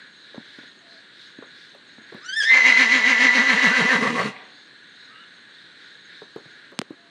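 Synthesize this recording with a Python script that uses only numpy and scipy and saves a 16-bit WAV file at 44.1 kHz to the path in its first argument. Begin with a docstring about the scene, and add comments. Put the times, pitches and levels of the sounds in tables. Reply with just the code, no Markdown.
"""A far chorus of frogs and insects and a few hoof thuds, then a horse whinnies once, a few metres from the mic
beside a barn: a rising whistle breaks into a shaking two-voiced call and sinks into a hoarse nicker.
The high voice is a bent sine with overtones; the low voice is folds whose closures and air puffs ring throat and nose.
Hooves are knocks, decaying modes and scuffed noise; close clicks are snaps with thumps; the chorus is banded noise.
Crickets and birds are gliding tones; insects rasp in noise surges; barn echoes and a tree tail follow the horse."""
import sys
import numpy as np
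from scipy import signal
from scipy.fft import rfft, irfft
from scipy.io import wavfile
from scipy.ndimage import uniform_filter1d

SR = 44100
rng = np.random.default_rng(int(sys.argv[2]) if len(sys.argv) > 2 else 0)


def wav_record(signal):
    """Record a signal, one row per channel, as 16-bit PCM in the file named by sys.argv[1]."""
    frames = np.transpose(np.atleast_2d(signal))
    bounded = np.clip(frames, -1, 1)
    # unit amplitude maps onto the largest positive 16-bit level
    quanta = np.round(bounded * 32767).astype(np.int16)
    wavfile.write(sys.argv[1], SR, quanta)


N = 313110
TIME = np.arange(N) / SR

# level of the whistle, rising and broken: (time [s], level [dB])
WHISTLE_LEVEL = [(2.2, -59.5), (2.238, -51), (2.248, -38.5), (2.275, -37.5), (2.29, -32.5), (2.318, -35.5),
                 (2.335, -27), (2.357, -34), (2.368, -23.5), (2.392, -18.5), (2.41, -22), (2.445, -25.5),
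                 (2.47, -17.5), (2.52, -13.5), (2.8, -15), (3.1, -17), (3.35, -17.5), (3.65, -16),
                 (3.94, -24.5), (4.05, -33), (4.33, -54)]
# how far the high voice has broken up: (time [s], roughness [0-1])
ROUGHNESS = [(2.2, 0.29), (2.39, 0), (2.428, 0.33), (2.46, 0.28), (2.5, 0.57), (2.8, 0.77), (3.5, 0.75),
             (3.8, 0.84)]
# shakes of the call, about seven a second, levels before the dips: (time [s], low voice level [dB],
# throat level [dB], nostril hiss level [dB], half length [s], pitch sag [Hz])
SHAKES = [(2.562, -38, -27, -23.5, .038, 0), (2.684, -29.5, -26.5, -20.5, .04, 0),
          (2.814, -26, -26.5, -20, .042, 0), (2.951, -26, -27.5, -22, .045, 0),
          (3.095, -27, -26.5, -21.5, .043, 0), (3.237, -24.5, -26, -21, .047, 0),
          (3.38, -23.5, -26, -22.5, .045, 35), (3.522, -24, -25.5, -23, 0.0466, 58),
          (3.657, -24, -24.5, -22.5, 0.0452, 100), (3.797, -23, -24.5, -23.5, 0.0361, 105),
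          (3.937, -22, -22.5, -24.5, 0.0366, -0.5), (4.057, -29.5, -26, -32.5, 0.0387, 45),
          (4.196, -32.5, -23.5, -31, 0.028, 15)]

# the rising whistle cracks, then jumps to its top note
CRACK_S, BREAK_S, JUMP_S = 2.434, 2.487, 0.011
# the folds tire, then the call sinks into a nicker
TIRE_S, NICKER_S, NICKER_ONSET_S = 3.26, 3.93, .12
# from here the droop between shakes gives way to a sag just after each push
SAGGING_S, SAGGING_ONSET_S = 3.25, .15


def undb(db):
    """Decibels to gain."""
    return 10 ** (np.asarray(db) / 20)


def unit(x):
    """Scale to rms 1."""
    return x / np.sqrt(np.mean(x ** 2) + 1e-18)


def steady(x):
    """Hold the rms at 1 over a fifth of a second."""
    return x / np.sqrt(uniform_filter1d(x ** 2, size=8820) + 1e-12)


def curve(rows):
    """Join (time [s], value) rows by straight lines."""
    return np.interp(TIME, *np.transpose(rows))


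def window(start, end, fade):
    """1 between two times, with sloping edges inside them."""
    return np.clip(np.minimum(TIME - start, end - TIME) / fade, 0, 1)


def ramp(start, length):
    """0 before a time, rising to 1 over a length."""
    return np.clip((TIME - start) / length, 0, 1)


def swell(at, rise, fall, squareness=2):
    """A smooth hump of height 1."""
    return np.exp(-np.minimum(np.abs((TIME - at) / np.where(TIME < at, rise, fall)), 5) ** squareness)


def loudness(rows):
    """Gain from (time [s], level [dB]) rows, silent outside them."""
    return undb(curve(rows)) * window(rows[0][0], rows[-1][0], 0.005)


def delayed(control, lag):
    """A control that runs lag seconds late."""
    return np.interp(TIME - lag, TIME, control)


def noise():
    """White noise."""
    return rng.standard_normal(N)


def walk(rate):
    """Smooth random motion of spread 1, up to about rate Hz."""
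    hz = np.arange(N // 2 + 1) * SR / N
    return unit(irfft(rfft(noise()) * np.exp(-(hz / rate) ** 2 / 2), N))


def turning(hz):
    """Phase of an oscillator that follows a pitch."""
    return 2 * np.pi * np.cumsum(hz) / SR


def colour(x, points):
    """Filter by a (frequency [Hz], level [dB]) spectrum that falls away beyond its ends."""
    hz, db = np.transpose(points)
    octave = np.log2(np.maximum(np.arange(N // 2 + 1) * SR / N, 1))
    beyond = np.abs(octave - np.clip(octave, np.log2(hz[0]), np.log2(hz[-1])))
    gain = undb(np.interp(octave, np.log2(hz), db) - 89 * beyond)
    return irfft(rfft(x) * gain, N)


def resonate(x, hz, width):
    """A steep resonance of gain 1: the same peak filter twice."""
    b, a = signal.iirpeak(hz, hz / width, fs=SR)
    return signal.lfilter(b, a, signal.lfilter(b, a, x))


def ring(x, modes):
    """Drive a set of (frequency [Hz], width [Hz], level [dB]) resonances of alternating sign."""
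    return sum((-1) ** k * undb(db) * resonate(x, hz, width) for k, (hz, width, db) in enumerate(modes))


def lowpass(x, hz):
    """Second-order low-pass."""
    return signal.sosfilt(signal.butter(2, min(hz, SR / 2 - 1), fs=SR, output="sos"), x)


def decay(t, t60):
    """A fall of 60 dB in t60 seconds."""
    return np.exp(-np.log(1000) * t / t60)


def add(out, start, sound):
    """Mix a short sound in at a time."""
    i = max(int(start * SR), 0)
    out[i:i + len(sound)] += sound[:max(N - i, 0)]


def chorus(low_db=0.73, high_db=-55.5, air_db=-57.0):
    """Countless far frogs and insects blur into two bands of noise over soft outdoor air."""
    # spectra of the two bands and of the air: (frequency [Hz], level [dB])
    low_colour = [(700, -34), (1150, -34.5), (1450, 3.5), (1650, 3), (1900, -0.5), (2300, -7),
                  (2900, -18.5), (3600, -25)]
    high_colour = [(2000, -36), (2800, -8.5), (3500, -5.5), (4050, 2), (4450, -6), (4900, -25),
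                   (5900, -25.5), (7500, -23.5), (8500, -22.5), (9200, -28), (9700, -56), (13000, -48)]
    air_colour = [(25, 1), (60, -9), (120, -3.5), (280, 0.5), (480, -4.5), (750, -11.5), (1300, -6),
                  (3000, -12), (10000, -34)]
    # swell of the low band, before its trim and the lull: (time [s], level [dB])
    low_level = np.vstack([ [(0.0, -48), (0.17, -59.5), (0.17, -56.5), (0.66, -48.5), (0.75, -62.5),
                 (0.94, -54), (1.63, -51), (1.78, -60), (1.82, -56.5), (2.15, -49)], [(4.5, -55),
                 (4.51, -56), (5.2, -51.5), (5.75, -53.5), (5.85, -49), (5.97, -56.5), (6.14, -48),
                 (6.31, -58.5), (6.5, -52), (6.7, -50)], ])
    # nearer groups of callers: (frequency [Hz], width [Hz], level against the whole chorus [dB])
    callers = [(1615, 160, -15.5), (1673, 81, -4.5), (1828, 35, -9.5), (3490, 520, -8), (3730, 490, -8),
               (4000, 860, -14.5)]
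    lull = ramp(6.68, 0.076)  # the chorus ebbs at the end
    low_swell = curve(low_level) - 10.5 * lull
    high_swell = high_db - 4.5 * lull
    low = unit(colour(noise(), low_colour)) * undb(low_swell + low_db + 0.84 * walk(25))
    high = unit(colour(noise(), high_colour)) * undb(high_swell + 0.61 * walk(30))
    # the groups come and go, each in its own band
    groups = sum(unit(resonate(noise(), hz, width)) * undb(db + 3 * walk(4)) for hz, width, db in callers)
    groups = groups * undb((low_swell + high_swell) / 2)
    air = unit(colour(noise(), air_colour)) * undb(air_db + 0.48 * walk(6.2))
    return low + high + groups + air


def rasping_insects():
    """Insects in the trees rasp together in soft surges of narrow-band noise."""
    # (time [s], half length [s], frequency [Hz], width [Hz], level [dB])
    surges = [(0.298, 0.15, 3880, 700, -51.5), (0.562, 0.17, 3700, 1250, -51.5),
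              (0.946, .08, 4050, 800, -51), (1.238, .09, 3770, 1160, -48.5), (1.62, 0.1, 3840, 1250, -51),
              (1.92, 0.058, 4070, 700, -57), (2.17, 0.11, 3900, 1000, -53), (4.577, 0.14, 4100, 880, -56),
              (5.037, 0.095, 3940, 803, -52), (5.3, 0.14, 3880, 900, -61), (5.61, 0.098, 3900, 800, -52),
              (5.866, .12, 3900, 1300, -55.5), (6.16, 0.1, 3880, 900, -51), (6.44, 0.26, 3880, 1100, -56.5)]
    return sum(unit(resonate(noise(), hz, width)) * undb(db) * swell(at, half, half)
               for at, half, hz, width, db in surges)


def birds():
    """Faint calls from the woods: wavering tones that glide from one pitch to another."""
    # (start [s], end [s], first pitch [Hz], last pitch [Hz], level [dB], waver [share of pitch])
    calls = [(0.796, 1.014, 705, 650, -57, 0.045), (5.077, 5.269, 1224, 1390, -50, 0.041),
             (5.12, 5.28, 2810, 2960, -51, 0.038), (6.95, 7.144, 687, 680, -60.5, .02)]
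    out, waver = np.zeros(N), walk(156)
    for start, end, first_hz, last_hz, db, share in calls:
        hz = np.interp(TIME, [start, end], [first_hz, last_hz]) * (1 + share * waver)
        out += undb(db) * window(start, end, 0.04) * np.sin(turning(hz))
    return out


def crickets(waver=.003, scratch_db=3.5, level_db=-3):
    """Two crickets chirp by turns; each wing stroke is a pure tone, and the first cricket's drops as it ends."""
    # chirps of the first cricket, before the trim: (start [s], level [dB])
    chirps = [(0, -62), (.56, -62.5), (1.25, -63.5), (1.86, -63), (4.43, -64), (4.88, -65.5), (5.33, -65),
              (5.83, -65), (6.31, -65), (6.82, -72.5)]
    strokes_per_s = 20
    # (pitch [Hz], drop within a stroke [Hz], lag [s], level [dB], strokes)
    singers = [(6590, 350, 0, 0, 5), (6330, 0, 0.33, -5.5, 4)]
    out, t = np.zeros(N), TIME[:int(SR / strokes_per_s)]
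    stroke = t * strokes_per_s
    for start, db in chirps:
        for hz, drop_hz, lag, own_db, strokes in singers:
            for k, (detune, size) in enumerate(rng.standard_normal((strokes, 2))):
                tone = np.sin(turning(hz * (1 + waver * detune) - drop_hz * stroke ** 4))
                tone *= np.sin(np.pi * stroke)
                add(out, start + lag + k / strokes_per_s, tone * undb(db + own_db + 2.4 * size))
    return out * undb(level_db + scratch_db * walk(120))


def hooves(scuff_db=5.5, scuff_t60=0.14, knock_t60=0.0071, knock_hz=660):
    """Each hoof knocks, thuds on the ground with decaying modes and scuffs the dirt with noise."""
    # (time [s], level before trim [dB], base ring [Hz], relative scuff [dB], relative knock [dB])
    hoof_falls = [(0.343, -37, 530, -11.5, -11), (0.353, -42, 420, -23, -14), (0.377, -28.5, 245, -37, 0),
                  (0.583, -39, 258, -16, -10), (0.631, -47.5, 262, -13, -8), (1.385, -34, 270, -23, -14),
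                  (1.423, -33.5, 440, -13.5, 0), (1.748, -45, 554, -10.5, -18), (1.981, -41, 251, -19, 2),
                  (2.013, -48, 300, -20, -6), (2.121, -36.5, 444, -11.5, -8), (2.145, -34, 231, -11.5, -9),
                  (6.218, -33.5, 436, -15.5, -1), (6.36, -28, 450, -15.5, -1), (6.455, -45.5, 149, -15, 3),
                  (6.717, -43, 323, -4.5, -6), (6.904, -28.5, 302, -22.5, -16)]
    # ring of a hoof on the ground: (multiple of its base ring, fall by 60 dB [s], level [dB])
    hoof_modes = [(.58, 0.018, -4.5), (1.001, 0.024, 10), (1.35, 0.02, -21), (2.301, 0.027, -9.5),
                  (3.6, 0.0078, -4)]
    thuds, scuffs, t = np.zeros(N), np.zeros(N), TIME[:SR // 4]
    for start, db, hz, grit_db, knock_db in hoof_falls:
        thud = sum(undb(d) * decay(t, t60) * np.sin(2 * np.pi * hz * k * t) for k, t60, d in hoof_modes)
        thud *= np.minimum(t * hz, 1)  # the blow builds over one cycle
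        knock = undb(knock_db) * decay(t, knock_t60) * np.sin(2 * np.pi * knock_hz * t)
        add(thuds, start + 0.0014, undb(db + 3.5) * (thud / np.abs(thud).max() + knock))
        add(scuffs, start + 0.0011, undb(db + grit_db + scuff_db) * decay(t, scuff_t60))
    dirt_colour = [(140, 1.0), (500, 5.0), (800, -6), (1150, -2.0), (2400, -19.0), (5000, -36.0)]
    return lowpass(thuds, 2500) + scuffs * unit(colour(noise(), dirt_colour))


def clicks(snap_t60=0.0078, thump_t60=0.016, tick_db=12.0, thump_lag_s=0.0014, dull_hz=10500):
    """Close to the mic, a hard snap of noise with a short, hollow thump behind it."""
    # (time [s], snap drive [dB], snap cut-off [Hz], thump drive [dB], thump pitch [Hz])
    snaps = [(6.7903, -9, 6600, -9.5, 230), (6.816, -15.5, 2850, -18.5, 450), (6.8231, -53, 9000, -35, 297)]
    out, t = np.zeros(N), TIME[:SR // 10]
    for start, snap_db, snap_hz, thump_db, thump_hz in snaps:
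        snap = .5 * rng.standard_normal(len(t)) * decay(t, snap_t60)
        snap[0] = -2 * undb(tick_db)  # one strong first sample
        thump = np.sin(2 * np.pi * thump_hz * t) * decay(t, thump_t60)
        thump *= np.minimum(2 * t * thump_hz, 1)
        add(out, start, undb(snap_db) * lowpass(lowpass(snap, snap_hz), dull_hz))
        add(out, start + thump_lag_s, undb(thump_db) * thump)
    return out


def tiredness():
    """0 while the call is fresh, 1 when it reaches the nicker."""
    return ramp(TIRE_S, NICKER_S - TIRE_S)


def nicker():
    """0 in the high call, 1 in the closing nicker."""
    return ramp(NICKER_S, NICKER_ONSET_S)


def call_gate(range_db=30):
    """Attack, hold and release of the broken call."""
    open_s, attack_s, close_s, release_s = 2.52, 0.076, 4.275, 0.093
    before, after = (open_s - TIME) / attack_s, (TIME - close_s) / release_s
    outside = np.maximum(before, 0) + np.maximum(after, 0)
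    return undb(-range_db * np.minimum(outside, 6))


def shaking(squareness=2.6):
    """Push of air: 1 at the height of each shake, near 0 between them."""
    return sum(swell(at, half, half, squareness) for at, *_, half, _ in SHAKES)


def shake_level(column):
    """One level column of the shakes, joined from shake to shake (dB)."""
    return curve([(row[0], row[column]) for row in SHAKES])


def grunting(column):
    """How far the separate grunts lift one part of the nicker (dB)."""
    # (time [s], half length [s], throat lift [dB], low voice lift [dB])
    grunts = [(3.991, 0.0058, -3, 10), (4.025, 0.012, 7, 3), (4.057, 0.011, 1, 3), (4.083, 0.011, 7, 6.5),
              (4.105, 0.0077, 4.5, 3), (4.142, 0.023, -0.5, 7), (4.16, 0.011, 5, -1), (4.2, 0.021, 2, 0),
              (4.266, 0.026, 2.5, 7.5)]
    return sum(row[column] * swell(row[0], row[1], row[1]) for row in grunts)


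def voice_level(push, dip_db=16, lag_s=0.0085, smoothing=0.97):
    """Level of the low voice in dB: each shake's strength, with dips between and a rebound after each sag."""
    rebound_lag_s, rebound_length_s, rebound_per_hz = 0.057, 0.0078, 0.0079
    rebound = sum(rebound_per_hz * sag_hz * swell(at + rebound_lag_s, rebound_length_s, rebound_length_s)
                  for at, *_, sag_hz in SHAKES if sag_hz)
    # the voice starts later as the folds tire; its dips nearly vanish in the nicker
    dip = 1 - delayed(push, lag_s * tiredness()) - rebound
    dip = dip * (1 - smoothing * nicker())
    return shake_level(column=1) - dip_db * dip + grunting(column=3)


def rasp_levels(push, throat_lag_s=0.014, hiss_lead_s=0.0038, grunt_hiss_share=0.41):
    """Gains of the hoarse throat and of the nostril hiss; both pulse with the shakes and grunts, the hiss first."""
    throat_db, hiss_db, grunt_db = shake_level(column=2), shake_level(column=3), grunting(column=2)
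    # the tiring throat rasps behind the push, and dips deeper in the nicker
    throat_push = delayed(push, throat_lag_s * tiredness() * (1 - nicker()))
    throat_dip = (6 + 5 * nicker()) * (1 - throat_push)
    # the hiss dips less as the horse tires
    hiss_dip = (6.5 - 3 * tiredness()) * (1 - delayed(push, -hiss_lead_s))
    return undb(throat_db - throat_dip + grunt_db), undb(hiss_db - hiss_dip + grunt_hiss_share * grunt_db)


def fold_phase(push, voice_hz=264.6, droop_hz=47.93, tired_drop_hz=8, jitter=.032, nicker_jitter=.015):
    """Cycle of the vocal folds: drooping between pushes, later sagging after them, lurching in the nicker."""
    # the low voice lurches through the nicker: (time [s], pitch before jitter [Hz])
    nicker_pitch = [(3.92, 265.9), (3.94, 240.3), (3.965, 164.5), (3.988, 265.7), (4.015, 189.8),
                    (4.045, 268.4), (4.08, 185.4), (4.1, 245.1), (4.135, 230.6), (4.155, 265.1),
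                    (4.195, 159.6), (4.25, 212.3), (4.3, 197.2)]
    sag_lag_s, sag_lag_s_per_hz, sag_length_s = .009, .0002, .022  # deeper sags come later
    droop = droop_hz * (1 - push) * (1 - ramp(SAGGING_S, SAGGING_ONSET_S))
    sag = sum(sag_hz * swell(at + sag_lag_s + sag_lag_s_per_hz * sag_hz, sag_length_s, sag_length_s)
              for at, *_, sag_hz in SHAKES if sag_hz)
    shaken = voice_hz - tired_drop_hz * tiredness() - droop - sag
    hz = np.where(TIME < nicker_pitch[0][0], shaken, curve(nicker_pitch))
    return turning(hz * (1 + (jitter + nicker_jitter * nicker()) * walk(77.5)))


def creak(folds, creak_db=2.5):
    """In the nicker the strength of the slack folds swells once in three cycles, so the voice rattles."""
    return undb(creak_db * nicker() * np.cos(folds / 3))


def low_voice(folds, voice_db, second_db=-21, third_db=-28, shimmer_db=2.0, open_db=9, level_db=-1.5):
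    """The round tone of the folds; its octave grows as they slacken, and an undertone joins in the nicker."""
    octave = undb(second_db + open_db * tiredness()) * np.sin(2 * folds)
    tone = np.sin(folds) + octave + undb(third_db) * np.sin(3 * folds)
    tone += undb(-12.5) * nicker() * np.sin(2 * folds / 3)  # undertone
    tone = steady(tone * creak(folds) * undb(shimmer_db * walk(36)))
    return tone * undb(voice_db + level_db) * call_gate()


def rasp(folds, push, voice_db, scatter_db=0.5, nose_db=-4.5, hiss_db=-6.0, flap_db=7.0):
    """The folds slap shut once a cycle and let out a puff of air; both ring the throat and the nose."""
    # throat resonances: (frequency [Hz], width [Hz], weight in the high call [dB], weight when slack [dB])
    throat_modes = [(422, 114, -5, 8.5), (517, 140, -4, 3), (713, 470, -6, 0.5), (980, 192, 3.5, 4.5),
                    (1139, 132, -0.5, 10), (1334, 280, 0, -2), (1422, 130, 2, 3.5), (1585, 100, 9, 5.5),
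                    (1765, 97, 11, 3.5), (1990, 220, 7, 10.5), (2182, 47, 14, -34), (2315, 46, -4, 3)]
    # narrow resonances of the long nasal passages: (frequency [Hz], width [Hz], weight [dB])
    nose_modes = [(2460, 60, 3.5), (2727, 170, 4.5), (3128, 83, -5), (3865, 127, 1.5), (4177, 51, -0.5),
                  (4370, 120, -2), (5124, 55, -11), (5940, 330, -9), (6430, 68, -12.5), (6980, 156, -10)]
    # spectrum of the nostril hiss: (frequency [Hz], level [dB])
    hiss_colour = [(1290, -15), (2200, -6.5), (2440, -7), (3150, -7), (3550, -6.5), (3970, -14.5),
                   (4300, -14), (4710, -14.5), (5840, -15.5), (7200, -26), (7880, -46.5), (10200, -42),
                   (12200, -73), (13100, -87)]
    # side cavities swallow narrow bands: (frequency [Hz], width [Hz])
    notches = [(830, 77), (1490, 53), (1885, 14), (2400, 78), (3570, 160), (5400, 190), (6760, 84)]
    slap_db, puff_db = 0, 4  # closures against the puffs; how strongly each cycle gates the air
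    leak_db = -28.5  # air around the whistle, against the whistle
    crack_db, crack_rise_s, crack_fall_s = -31, 0.013, 0.018

    closures = np.diff(np.floor(folds / (2 * np.pi)), prepend=0) * undb(2 * noise())
    uneven = undb(scatter_db * walk(180))
    air = unit(noise() * undb(puff_db * np.cos(folds))) * uneven
    drive = (air + undb(slap_db) * unit(closures) * uneven) * creak(folds)
    drive = steady(drive)
    throat_gain, hiss_gain = rasp_levels(push)
    # the throat relaxes towards the end and favours its low resonances
    slack = (tiredness() + nicker()) / 2
    modes = [(hz, width, tense_db + slack * (slack_db - tense_db))
             for hz, width, tense_db, slack_db in throat_modes]
    throat = steady(ring(drive, modes)) * throat_gain * undb(5.5 - 3.7 * slack)
    nose = undb(nose_db) * unit(ring(drive, nose_modes)) + undb(hiss_db) * unit(colour(drive, hiss_colour))
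    # air spits past the lips and the loose folds flap as the voice gives out
    spit_colour = [(5000, -8.0), (8000, 4.5), (10500, -5.5), (13000, -22.0)]
    spit = unit(colour(air, spit_colour)) * undb(-30.5 + 9.4 * slack)
    spit = spit * undb(0.15 * (voice_db + 28.0))
    flap = unit(resonate(drive, 251, 160)) * undb(flap_db - 12.0 * (2.5 - slack))
    out = (throat + (nose + spit) * hiss_gain + flap * undb(voice_db)) * call_gate()
    # a little air already leaks around the rising whistle, with a puff where it cracks
    leak = undb(leak_db) * loudness(WHISTLE_LEVEL) * (1 - ramp(BREAK_S, JUMP_S))
    leak += undb(crack_db) * swell(CRACK_S, crack_rise_s, crack_fall_s)
    leak_colour = [(450, -7.5), (1200, -14.0), (2000, 0.0), (3500, -4.5), (6300, -1), (8000, -17),
                   (10000, -19.5), (13000, -47)]
    out += unit(colour(air, leak_colour)) * leak
    for hz, width in notches:
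        out = signal.lfilter(*signal.iirnotch(hz, hz / width, fs=SR), out)
    return out


def nostrils(whistle_width_hz=70):
    """A thin nostril whistle on the last shake, then the horse draws air in a short rising gasp."""
    whistle_s, whistle_length_s, whistle_hz, whistle_db = 4.232, 0.034, 4410, -41.5
    gasp_s, gasp_length_s, gasp_db = 4.365, 0.017, -44
    gasp_hz, gasp_rise_hz_per_s, gasp_width_hz = 2210, 8400, 200
    thin = unit(resonate(noise(), whistle_hz, whistle_width_hz)) * undb(whistle_db)
    thin *= swell(whistle_s, whistle_length_s, whistle_length_s)
    # two random walks on sine and cosine make a band of noise that slides up
    phase = turning(gasp_hz + gasp_rise_hz_per_s * (TIME - gasp_s))
    gasp = walk(gasp_width_hz) * np.cos(phase) + walk(gasp_width_hz) * np.sin(phase)
    return thin + gasp * undb(gasp_db) * swell(gasp_s, gasp_length_s, gasp_length_s)


def squawks(folds, wobble=.028, chop=0.33, flutter_db=2.0):
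    """The tiring call catches for a moment on throat resonances: brief wobbling tones chopped by the folds."""
    # (time [s], half length [s], centre pitch [Hz], level before chop and flutter [dB])
    catches = [(3.585, .018, 1780, -22), (3.655, 0.022, 1660, -21.5), (3.751, 0.036, 1562, -20),
               (3.765, 0.034, 1780, -23.5), (3.907, .022, 1793, -18.5), (3.93, 0.025, 1580, -21),
               (4.053, 0.022, 1090, -29), (4.192, 0.031, 1118, -24)]
    out = 0
    for at, half, hz, db in catches:
        phase = turning(hz * (1 + wobble * walk(120.7)))
        out = out + undb(db) * swell(at, half, half) * np.sin(phase)
    return out * (1 + chop * np.cos(folds)) * undb(flutter_db * walk(90))


def whistle_tone(phase, fall_db, flicker_db):
    """A whistle with flickering overtones, coloured by the head and held near rms 1."""
    # spectrum of the head: (frequency [Hz], level [dB])
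    head_colour = [(900, -7.5), (1500, -4.5), (2050, 9), (2400, -17.5), (3000, 6.5), (3550, 6.5),
                   (4500, -1), (5150, 8), (5500, -0.5), (6000, 7), (6600, -6.5), (7200, -2), (7900, -7),
                   (8700, -4.5), (9400, -15.5), (13000, -39)]
    overtones = sum(undb(flicker_db * walk(28) - fall_db * np.log2(k)) * np.sin(k * phase)
                    for k in range(2, 7))
    tone = colour(np.sin(phase) + overtones, head_colour)
    return tone / np.sqrt(uniform_filter1d(tone ** 2, size=1323) + 1e-6)


def squeal(folds, wobble=.03, fray=0.0032, drag=0.75, flutter_db=4.5, fall_db=9.0, flicker_db=4.0, fade_s=0.04):
    """The opening whistle climbs, cracks as the slow folds stir, and dies under the top note."""
    # the climb until the break, before wobble: (time [s], pitch [Hz])
    whistle_rise = [(2.21, 1086), (2.245, 1310), (2.262, 1444), (2.29, 1517), (2.315, 1547), (2.335, 1630),
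                    (2.365, 1773), (2.388, 1795), (2.405, 1713), (2.43, 1578), (2.465, 1800), (2.51, 1828)]
    rough = curve(ROUGHNESS)
    hz = curve(whistle_rise) * (1 + wobble * rough * walk(147) + fray * walk(283))
    phase = turning(hz) + drag * rough * np.sin(folds)
    flutter = undb(flutter_db * np.sqrt(rough) * walk(75))
    # after the crack the overtones thin out (dB per octave)
    slope_db = fall_db + 6 * ramp(CRACK_S, BREAK_S - CRACK_S)
    tone = whistle_tone(phase, slope_db, flicker_db) * flutter
    return tone * loudness(WHISTLE_LEVEL) * (1 - ramp(BREAK_S, fade_s))


def top_note(folds, push, drag=0.24, chop=0.47, flutter_db=2.5, fall_db=21.5, flicker_db=4.5):
    """The high voice: purer between pushes; each push splits it, and the slow folds bend and chop it."""
    # the note catches between some shakes: (time [s], half length [s], depth [dB])
    catches = [(2.597, 0.0051, 12), (2.851, 0.0099, 10), (3.01, 0.025, 9.5), (3.164, 0.026, 1.5),
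               (3.43, .015, 6.5), (3.559, 0.025, 13.5), (3.692, 0.019, 12), (3.823, 0.016, 7)]
    # it starts sharp, settles, and lifts with every shake
    note_hz, overshoot_hz, settle_s, lift_hz = 1982, 99.88, .2, 15
    calm_share, wobble, fray = .45, .016, .01
    split_hz, split_db = 140, -5
    tremor_hz, tremor_share = 55, .25
    linger_db, linger_fall_db_per_s = -32, 4
    lead_s = 0.03  # later the pitch lift comes ahead of each push

    rough = np.clip(curve(ROUGHNESS) * (calm_share + push), 0, 1.3)
    since = np.maximum(TIME - BREAK_S, 0)
    lead = delayed(push, -lead_s * ramp(SAGGING_S, SAGGING_ONSET_S) * (1 - nicker()))
    hz = note_hz + overshoot_hz * np.exp(-since / settle_s) + lift_hz * lead
    hz = hz * (1 + rough * (wobble * walk(148) + fray * walk(283)))
    phase = turning(hz) + drag * rough * np.sin(folds)
    # under pressure a second tone splits off above the note
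    split_phase = phase + turning(split_hz * (1 + 0.1985 * walk(30.1)))
    split = undb(split_db) * rough * (1 - tiredness()) * np.sin(split_phase)
    # a tone at three times the pitch lingers on the pushes and slowly fades
    linger = push * undb(linger_db - linger_fall_db_per_s * since) * np.sin(3 * phase)
    # the whole note trembles
    tremor = 1 + tremor_share * np.cos(turning(tremor_hz * (1 + 0.237 * walk(25))))
    beat = (1 + chop * rough * np.cos(folds)) * tremor * undb(flutter_db * walk(75))
    tone = steady((whistle_tone(phase, fall_db, flicker_db) + split + linger) * beat)
    dip_db = sum(db * swell(at, half, half) for at, half, db in catches)
    return tone * loudness(WHISTLE_LEVEL) * undb(-dip_db) * ramp(BREAK_S, JUMP_S)


def yard(x, tail_db=-25, tail_t60=0.59, build_s=0.19):
    """A few echoes off the barn and an airy noise tail from the trees, added to the direct sound."""
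    # echoes from the barn: (delay [s], level [dB])
    echoes = [(.0092, -15), (0.0223, -11), (0.033, -15.5)]
    # what the trees scatter back: (frequency [Hz], level [dB])
    tail_colour = [(150, -2), (500, -5), (800, 6), (1200, -8), (2400, 1.5), (6000, -7)]
    t = TIME[:SR]
    tail = colour(noise(), tail_colour)[:SR] * decay(t, tail_t60) * np.minimum(t / build_s, 1) ** 2
    response = undb(tail_db) * tail / np.linalg.norm(tail)
    response[0] = 1
    for delay, db in echoes:
        response[int(delay * SR)] += undb(db)
    return signal.fftconvolve(x, response)[:N]


def scene(hoof_echo_share=0.58, voice_echo_share=0.46):
    """The horse in its yard, woods behind; only part of the low voice and hoof falls feeds the echoes."""
    push = shaking()
    folds, voice_db = fold_phase(push), voice_level(push)
    call = squeal(folds) + top_note(folds, push) + squawks(folds) + rasp(folds, push, voice_db) + nostrils()
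    voice, steps = low_voice(folds, voice_db), hooves()
    horse = yard(call + voice_echo_share * voice + hoof_echo_share * steps)
    horse += (1 - voice_echo_share) * voice + (1 - hoof_echo_share) * steps
    near = horse + clicks()
    woods = chorus() + rasping_insects() + yard(crickets(), tail_db=-3, tail_t60=.2, build_s=.02) + birds()
    return (near + woods)[None]


def record(dry, ceiling=0.71, low_cut_hz=118, top_hz=13300):
    """A small microphone rounds the highest peaks, drops the bass and cuts the top."""
    rounded = dry / (1 + (dry / ceiling) ** 8) ** (1 / 8)
    thin = signal.sosfilt(signal.butter(4, low_cut_hz, "highpass", fs=SR, output="sos"), rounded)
    return signal.sosfilt(signal.ellip(8, .2, 70, top_hz, fs=SR, output="sos"), thin)


dry = scene()
out = record(dry)
wav_record(out)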